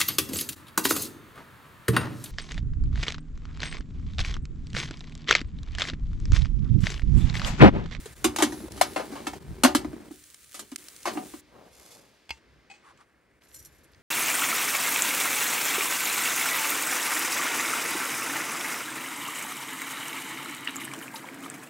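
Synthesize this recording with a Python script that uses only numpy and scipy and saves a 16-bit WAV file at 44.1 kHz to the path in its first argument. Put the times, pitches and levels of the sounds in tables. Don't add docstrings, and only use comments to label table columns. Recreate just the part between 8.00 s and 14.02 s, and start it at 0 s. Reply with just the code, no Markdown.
import sys
import numpy as np
from scipy import signal
from scipy.fft import rfft, irfft, next_fast_len
from scipy.io import wavfile
from scipy.ndimage import uniform_filter1d

SR = 44100
rng = np.random.default_rng(int(sys.argv[2]) if len(sys.argv) > 2 else 0)


def unload_wav(signal):
    wavfile.write(
        sys.argv[1],
        SR,
        np.round(np.clip(np.atleast_2d(signal).T, -1, 1) * 32767).astype(np.int16),
    )


N = 265482
TIME = np.arange(N) / SR
RING_TIME = TIME[:SR // 2]

# pitch in Hz, level in dB, ring time in seconds (the time to fade by 60 dB).
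GRILL_TONES = [(237, 7.5, 0.11), (263.5, -4.5, 0.24), (299.5, -7.5, 0.51), (339, -4.5, 0.18),
               (371, -3.5, .28), (580, -6.5, 0.18), (665, -8, 0.058), (716, 1.5, 0.072), (746, 3, 0.19),
               (832, -11.5, 0.47), (984, -4.5, 0.18), (1062.1, -5.5, 0.37), (1220, 2.5, 0.25),
               (1334, -1, 0.23), (1443, -2, 0.25), (1819, -7.5, 0.074), (1780, -10, 0.6), (2241, 0.5, .2),
               (2486, -3.5, .18), (2990, -2, 0.3), (3050, -5, 0.17), (3940, -3, 0.22), (4150, 1.5, .15),
               (5250, -5.5, .1), (5954, -4.5, 0.12), (7200, -5, 0.13), (7680, -4, .14), (10700, -0.5, .12)]
BLADE_TONES = [(843, -3.5, 0.16), (905, -5, 0.21), (2116, 4, 0.11), (2200, 8.5, 0.046), (2520, 5, 0.076),
               (2690, 0.5, 0.13), (2940, -3, 0.073), (3370, 1, 0.035), (4230, -8, 0.12), (4850, -5, 0.11),
               (7710, -17.5, 0.093), (7940, -9.5, 0.064)]
# start in seconds, then in dB the meat's hiss, its fizz,
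# the far hush, the hiss of leaves, and a brief change of level at the start (below zero is a dip).
STAGES = [(0, -55.5, -53.5, -54.5, -80, -1), (.149, -56.5, -54, -56.5, -76.5, -14),
          (.696, -54, -54, -58.5, -70, -13), (1.394, -61.5, -60.5, -59, -70, -12),
          (2.099, -59.5, -56, -69, -87, -5.5), (2.772, -53, -49.5, -61.5, -84, -11),
          (3.407, -91.5, -75.5, -65.5, -67.5, -2), (4.38, -86.5, -82, -63.5, -71, 4),
          (5.04, -87, -81, -66, -80, 0), (5.403, -81, -74, -62.5, -70.5, -10)]


def rim_blows():
    # start in seconds, clunk level in dB, clunk pitch in Hz, ring level in dB,
    # brightness in dB per octave, length of the chatter in seconds.
    blows = [(.057, -45, 434, -53.5, 1.5, .003), (.243, -28, 348, -29.5, 1, 0.0031),
             (.25, -22, 341, -46.5, -2.5, 0.015), (.3612, -41, 860, -39.5, 1.5, 0.0011),
             (.385, -32.5, 320, -35, -1.5, 0.021), (.403, -35, 870, -44, -2.5, .008),
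             (.4229, -22, 345, -28, 0.7, 0.0037), (.433, -23.5, 295.2, -38.5, -4, 0.0029),
             (.522, -36, 318.4, -49.5, -1.5, .0046), (.635, -38.5, 310, -71, -2, .0036),
             (.682, -49.5, 486, -57.5, -2.5, .006), (.776, -48, 293, -52.5, -0.5, .006),
             (.812, -19.5, 717, -27.5, -0.64, 0.00085), (.961, -37, 304, -38.5, -4.5, .015),
             (.995, -38.5, 526, -47, -5.5, .017), (1.115, -38.5, 284, -54, -3.5, 0.058),
             (1.155, -48.5, 893, -51, -4, .03), (1.268, -38, 297, -39, -2, 0.0051),
             (1.333, -45.5, 734, -54, -3, 0.0058), (1.635, -19.5, 261, -24, 0.47, 0.0026),
             (1.6472, -18, 260.4, -27.5, -3.5, 0.003), (1.7489, -21.5, 288, -29.5, -.2, 0.0034),
             (2.107, -43, 299, -66.5, -5, .0063), (2.5429, -60.5, 290, -49, 2.5, .021),
             (2.593, -56.5, 290, -48, 3, 0.0055), (2.718, -41, 275, -57.5, 0, .0053),
             (3.055, -43, 350, -38, -3, 0.017), (3.072, -37, 350, -40.5, -4, 0.014),
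             (3.152, -38, 308.1, -63, -8, 0.024), (3.171, -33, 297, -50, -7.5, 0.0061),
             (3.337, -42.5, 313, -57.5, -3, 0.0022)]
    first_gap_s, gap_shrink, loss_db = .084, .84, 8.5
    times = 1.846 + np.cumsum(np.r_[0, first_gap_s * gap_shrink ** np.arange(3)])
    rocking = [(s, -32 - k * loss_db, 304.52, -55.5 - k * loss_db, -6, .0034)
               for k, s in enumerate(times)]
    return list(blows) + rocking


def grill_clunks():
    out = np.zeros((2, N))
    low_tones = [tone for tone in GRILL_TONES if tone[0] < 450]
    for s, clunk_db, hz, _, _, length in rim_blows():
        age = RING_TIME / (2.14 / hz + .16 * length)
        wave = np.sin(2 * np.pi * (hz * RING_TIME + rng.random((2, 1))))
        swing = rms_one((age * np.exp(-age)) ** 2.6 * wave)
        hum = rms_one(ringing(low_tones) * onset(.02))
        hum_gain = from_db(-8.5) * min(300 / hz, 1) ** 2
        add_blow(out, s, clunk_db, chatter(length, per_s=1400, bounce=.044), swing + hum_gain * hum)
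    return out


def skewer_rings():
    # frequency in Hz, level in dB.
    steel_colour = [(300, -16.5), (480, -16), (580, -4), (720, -0.5), (830, 0.5), (1000, -3), (2400, -8.5),
                    (2700, -5), (4000, -3.5), (6500, -7), (9000, -9), (11000, -12.5), (12500, -15),
                    (15000, -12.5)]
    # low and high edge in Hz, then build-up, early ring time
    # and tail ring time in seconds, then tail level and level of the clear tones in dB.
    registers = [(567, 1000, 0.0014, 0.022, 0.25, -23, 0), (1110.6, 2300, 0.00027, 0.048, 0.18, -9, -5.5),
                 (2787, 6500, 0.0005, 0.096, .22, -14, -9), (6560, 13000, 0.00018, 0.074, 0.22, -18.5, -10)]
    out, blows = np.zeros((2, N)), rim_blows()
    steel_noise = coloured(rng.standard_normal((2, N)), steel_colour)
    forces = [chatter(blow[-1], per_s=2700, bounce=.3) for blow in blows]
    for low_hz, high_hz, build_up, early_s, tail_s, tail_db, tones_db in registers:
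        octaves = np.log2(np.sqrt(low_hz * high_hz) / 2700)
        swell = 1 - np.exp(-(RING_TIME / build_up) ** 2)
        dying = fade(early_s) + from_db(tail_db) * fade(tail_s)
        settling = fade(early_s) + from_db(-11.5)
        dense = band(steel_noise, low_hz, high_hz)
        tones = [tone for tone in GRILL_TONES if .95 * low_hz < tone[0] < high_hz]
        clear = rms_one(ringing(tones) * settling * swell)
        for (s, _, _, ring_db, brightness, _), force in zip(blows, forces):
            spot = dense[:, int(s * SR):][:, :len(RING_TIME)]
            wash = rms_one(spot * dying * swell)
            add_blow(out, s, ring_db + brightness * octaves, force, wash + from_db(tones_db) * clear)
    return out


def skewer_drone():
    # start in seconds, hold in seconds, level in dB.
    rubs = [(.25, 1.13, -43.5), (1.45, 0.64, -48), (2.6, 0.018, -51), (3.11, 0.13, -41.5)]
    # frequency in Hz, level in dB.
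    scrape_colour = [(130, -6), (230, 0), (380, 2.5), (520, -9.5), (850, -11), (2000, -24.5),
                     (5000, -30), (12000, -46)]
    slips = grains(per_s=900, spread_db=3)
    hum = rms_one(band(excite(slips, ringing(GRILL_TONES)), 220, 430))
    scrape = coloured(slips, scrape_colour)
    return swells(rubs, rise=360, fall=210) * (from_db(-8) * hum + from_db(-2) * scrape)


def cleaver_and_spoon():
    # start in seconds, levels of ring, crack and thump in dB, contact length in seconds.
    knocks = [(4.293, -47, -54, -71, 0.0024), (4.3064, -35.5, -50.5, -52, 0.0024),
              (4.975, -74.5, -67.5, -87, 0.00082)]
    # start in seconds, level in dB, contact length in seconds.
    spoon_taps = [(4.700, -53, 0.0059), (4.712, -52, 0.0059), (4.738, -58, 0.03)]
    # pitch in Hz, level in dB, ring time in seconds.
    board_tones = [(66.43, 9, 0.2), (105, -16.5, 0.074)]
    jar_tones = [(804, 1, 0.072), (2050, -2, 0.035), (2270, -7, 0.027), (2540, -8, 0.11),
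                 (2540, 2.5, 0.053), (3090, -16, .06), (4170, -9, 0.048), (4700, -6.5, 0.038),
                 (7860, -20.5, .04)]
    # frequency in Hz, level in dB.
    crack_colour = [(800, -10), (2200, 4), (4500, -6.5), (6000, -6), (8000, -2), (10000, -25),
                    (15000, -32.5)]
    out = np.zeros((2, N))
    blade = ringing(BLADE_TONES) * (fade(.056) + from_db(-15))
    board = ringing(board_tones) * onset(.0028)
    crack = coloured(short_noise(), crack_colour) * (fade(.012) + from_db(-9) * fade(.19))
    for s, ring_db, crack_db, thump_db, length in knocks:
        force = chatter(length, per_s=4400, bounce=.161)
        add_blow(out, s, ring_db, force, blade)
        add_blow(out, s, crack_db, force, crack)
        add_blow(out, s, thump_db, force, board)
    for s, level_db, length in spoon_taps:
        force = chatter(length, per_s=2000, bounce=.14)
        add_blow(out, s, level_db, force, ringing(jar_tones) * onset(.0012))
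        add_blow(out, s, level_db - 6, chatter(length, per_s=5000, bounce=.94), crack)
    return out


def salt():
    # pitch in Hz, level in dB, ring time in seconds when not held.
    saucer_tones = [(4180, -12.5, 0.38), (5820, -5.5, 0.26), (7100, -3.5, 3.4), (8170, -2.5, 0.28),
                    (10070, -1.5, 5.0), (10200, -13, 0.67), (11508, -3, 0.176), (12200, -17, 0.52),
                    (13610, -16, 0.2), (14230, -22, 0.096)]
    # frequency in Hz, level in dB.
    salt_colour = [(1500, -15), (4000, -10), (6000, 3.5), (9000, -6), (12000, 7), (13500, -12),
                   (15500, -15.5)]
    # start in seconds, hold in seconds, level in dB.
    streams = [(5.435, 0.016, -69), (5.53, 0.1045, -56), (5.72, 0.035, -66)]
    # start in seconds, rough peak level in dB.
    clumps = [(5.4357, -57.5), (5.4857, -51), (5.5438, -35.5), (5.5594, -34), (5.5937, -38),
              (5.6506, -39.5), (5.7833, -52), (5.8366, -52.5), (5.9184, -57)]
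    strays = [(5.4205, -48), (5.4362, -46), (5.4725, -51), (5.5156, -46), (5.544, -47), (5.8339, -63),
              (5.9343, -49), (5.947, -47)]
    ticks = grains(per_s=1700, spread_db=2.6) * flutter(per_s=220, depth_db=2.5)
    ring = rms_one(excite(ticks, ringing(saucer_tones) * fade(.14)))
    hold_s, peak_above_average_db = .0073, 10
    clump_rows = [(s, hold_s, peak_db - peak_above_average_db) for s, peak_db in clumps]
    flow = np.hypot(swells(streams, rise=350, fall=180), swells(clump_rows, rise=4000, fall=740))
    out = flow * (from_db(-2) * ring + from_db(-4.5) * coloured(ticks, salt_colour))
    for s, peak_db in strays:
        start = int(s * SR)
        tick = band(short_noise() * np.exp(-RING_TIME / .00188), 1570, 5620)[:, :N - start]
        out[:, start:start + tick.shape[1]] += from_db(peak_db) * tick / np.abs(tick).max()
    return out


def herbs():
    # start in seconds, hold in seconds, level in dB.
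    pushes = [(3.8, .02, -56.5), (3.92, 0.0156, -54)]
    heaps = [(3.55, 0.049, -52.5), (3.78, 0.22, -60)]
    # frequency in Hz, level in dB.
    rustle_colour = [(1200, -4), (2200, -8), (4800, -1), (7000, 1), (9000, -2), (11500, -0.5),
                     (13500, -9.5), (15500, -17.5)]
    patter_colour = [(120, -5), (300, -5.5), (550, -3.5), (900, -7), (2000, -22.5), (5000, -39)]
    leaves = grains(per_s=5000, spread_db=2.6) * flutter(per_s=130, depth_db=2.4)
    landing = grains(per_s=2500, spread_db=1.5) * flutter(per_s=70, depth_db=2.2)
    blade = rms_one(band(excite(leaves, ringing(BLADE_TONES)), 3300, 9000))
    rustle = coloured(leaves, rustle_colour) + from_db(-8.5) * blade
    patter = coloured(landing, patter_colour)
    return swells(pushes, rise=99, fall=110) * rustle + swells(heaps, rise=240, fall=64) * patter


def paste():
    # start in seconds, hold in seconds, level in dB.
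    tears = [(4.855, 0.0565, -54), (5.007, .006, -54)]
    # frequency in Hz, level in dB.
    smack_colour = [(500, -43), (800, 1), (1050, 6.5), (1500, 0.5), (2500, -11), (5000, -19.5),
                    (10000, -20), (15000, -47)]
    smacks = grains(per_s=5000, spread_db=.5)
    return swells(tears, rise=520, fall=680) * coloured(smacks, smack_colour)


def sizzle():
    # frequency in Hz, level in dB.
    steam_colour = [(800, -23), (1100, -5), (1700, -2.5), (2150, -0.5), (2800, -1.5), (4000, 1.5),
                    (6000, 1), (10000, 0), (12000, -8.5), (15500, -5.5)]
    # start in seconds, hold in seconds, level in dB.
    flares = [(.48, 0.12, -51), (.8, .15, -51.5)]
    # start in seconds, level in dB.
    spits = [(0.7198, -50.5), (0.7672, -57), (2.2387, -59), (2.3441, -53.5), (2.4433, -61.5),
             (2.5287, -58.5), (2.7162, -56), (2.7598, -38), (2.7856, -59), (2.8843, -50), (2.9632, -54.5),
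             (3.0305, -53.5)]
    surge = flutter(per_s=14, depth_db=1.1)
    crackle = .45 * grains(per_s=260, spread_db=2.2) * flutter(per_s=35, depth_db=3)
    bursts = coloured(grains(per_s=12000, spread_db=0) + crackle, steam_colour)
    hiss = stage_gain("hiss") * rms_one(band(bursts, 1000, 6500))
    fizz = stage_gain("fizz") * rms_one(band(bursts, 5200, 20000))
    flare = coloured(grains(per_s=14000, spread_db=0), steam_colour)
    bright_flare = rms_one(band(flare, 9500, 12500) + from_db(-7.5) * flare)
    out = surge * (hiss + fizz) + swells(flares, rise=120, fall=70) * bright_flare
    for s, level_db in spits:
        snap = band(short_noise() * np.exp(-(RING_TIME / .0041) ** 2), 1170, 9200)
        add_blow(out, s, level_db, np.array([1, -.6]), snap)
    return out


def garden():
    # time in seconds, relative strength in dB.
    breeze_curve = [(0.0, -58.5), (0.48, -53), (1.12, -61.5), (1.76, -50.5), (2.4, -77), (3.37, -68.5),
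                    (3.64, -77), (5.45, -77.5), (5.58, -64.5), (6.02, -72)]
    # start in seconds, hold in seconds, level in dB.
    gusts = [(1.495, .025, -37), (1.88, .025, -42.5)]
    # frequency in Hz, level in dB.
    hush_colour = [(110, -11), (200, -1.5), (340, 0), (520, -4.5), (800, -8.5), (1300, -9), (1470, -9),
                   (1590, -4.5), (1730, -7), (2150, -7.5), (2600, -15), (4000, -28.5), (9000, -45.5),
                   (15000, -57.5)]
    leaf_colour = [(1500, -11.5), (2200, 3.5), (3500, 1.5), (5000, 0), (7000, -8.5), (10000, -24.5),
                   (13000, -25.5), (15500, -29.5)]
    breeze_colour = [(30, -18.5), (42, -11), (60, 3.5), (90, -3.5), (150, -4), (220, -22), (400, -57)]
    strength = from_db(5.5 + np.interp(TIME, *np.transpose(breeze_curve)))
    breeze = strength * flutter(per_s=9.7, depth_db=3.5) + swells(gusts, rise=700, fall=880)
    layers = [(stage_gain("hush"), hush_colour), (stage_gain("leaves"), leaf_colour),
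              (breeze, breeze_colour)]
    return sum(gain * coloured(rng.standard_normal((2, N)), colour) for gain, colour in layers)


def left_and_right(paths):
    # frequency in Hz, likeness of the sides from 0 to 1, left over right in dB,
    # how far the left wave runs ahead in radians.
    openings = [(60, 0.76, -0.5, 0), (150, 1, 1.5, 0.91), (336, 0.94, -0.86, 0.42), (500, 0.92, 5, -0.11),
                (780, 0.32, 3.5, -1.1), (1140, 0.92, -1, -0.66), (2180, 1, 0, -0.82), (4500, .6, -0.5, 0.1),
                (8000, 0.52, 0, -.85), (14000, .55, -0.24, -0.26)]
    size = next_fast_len(N + SR // 10)
    alike, balance_db, lead = at_hz(openings, np.arange(size // 2 + 1) * SR / size)
    direct, scattered = rfft(paths, size) * np.sqrt([(1 + alike) / 2, (1 - alike) / 2])
    lean = from_db(balance_db / 2) * np.exp(1j * lead / 2)
    return irfft(np.array([(direct + scattered) * lean, (direct - scattered) / lean]), size)[:, :N]


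def from_db(db):
    return 10 ** (np.asarray(db) / 20)


def rms_one(x):
    return x / np.sqrt(np.mean(x ** 2) + 1e-20)


def fade(ring_s):
    return from_db(-60 * RING_TIME / ring_s)


def onset(rise_s):
    return 1 - np.exp(-RING_TIME / rise_s)


def short_noise():
    return rng.standard_normal((2, len(RING_TIME)))


def at_hz(rows, hz):
    points, *columns = np.transpose(rows)
    return [np.interp(np.log(hz + 1), np.log(points), column) for column in columns]


def band(x, low_hz, high_hz):
    sections = signal.butter(3, [low_hz, min(high_hz, .45 * SR)], "band", fs=SR, output="sos")
    return signal.sosfilt(sections, x + 1e-18)


def coloured(x, colour):
    size = next_fast_len(x.shape[-1])
    hz = np.arange(size // 2 + 1) * SR / size
    shape = from_db(at_hz(colour, hz)[0]) * np.minimum(hz / colour[0][0], 1) ** 2
    return rms_one(irfft(rfft(x, size) * shape, size)[..., :x.shape[-1]])


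def grains(per_s, spread_db):
    born = rng.random(N) < per_s / SR
    sizes = from_db(spread_db * np.minimum(rng.exponential(1, N), 4.5))
    return rms_one(born * sizes * rng.standard_normal((2, N)))


def ringing(tones):
    waves = (from_db(db) * fade(ring_s) * np.sin(2 * np.pi * (hz * RING_TIME + rng.random((2, 1))))
             for hz, db, ring_s in tones)
    return rms_one(sum(waves))


def excite(clicks, ring):
    return signal.fftconvolve(clicks, ring, axes=1)[:, :N]


def chatter(length, per_s, bounce):
    t = TIME[:int(5 * length * SR) + 2]
    touching = rng.random(len(t)) < per_s / SR
    force = bounce * touching * rng.standard_normal(len(t)) * np.exp(-t / (1.3 * length))
    force[0] = 1
    return force


def add_blow(out, s, level_db, force, response):
    start = int(s * SR)
    sound = signal.fftconvolve(response, force[None], axes=1)[:, :N - start]
    level = np.sqrt(np.mean(sound[:, :SR // 25] ** 2, axis=1, keepdims=True))
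    out[:, start:start + sound.shape[1]] += from_db(level_db) * sound / level


def flutter(per_s, depth_db):
    knots = rng.standard_normal(N // 40)
    return from_db(depth_db * np.interp(TIME * per_s, np.arange(len(knots)), knots))


def swells(rows, rise, fall):
    power = 0
    for s, hold, db in rows:
        level_db = db - rise * np.maximum(s - TIME, 0) - fall * np.maximum(TIME - s - hold, 0)
        power += from_db(np.maximum(level_db, -200)) ** 2
    return np.sqrt(power)


def stage_gain(layer):
    stages = np.array(STAGES)
    column = ["hiss", "fizz", "hush", "leaves"].index(layer) + 1
    now = np.maximum(np.searchsorted(stages[:, 0], TIME, side="right") - 1, 0)
    return uniform_filter1d(from_db(stages[now, column]), int(.012 * SR))


def scene():
    dips = from_db(sum(db * np.exp(-((TIME - s) / .0077) ** 2) for s, *_, db in STAGES))
    grill = grill_clunks() + skewer_rings() + skewer_drone() + sizzle()
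    table = herbs() + cleaver_and_spoon() + paste() + salt()
    return dips * left_and_right(grill + table + garden())


def record(dry):
    rounded = .95 * np.tanh(dry / .95)
    return signal.sosfilt(signal.ellip(10, .2, 70, 15700, fs=SR, output="sos"), rounded)


dry = scene()
out = record(dry)
unload_wav(out)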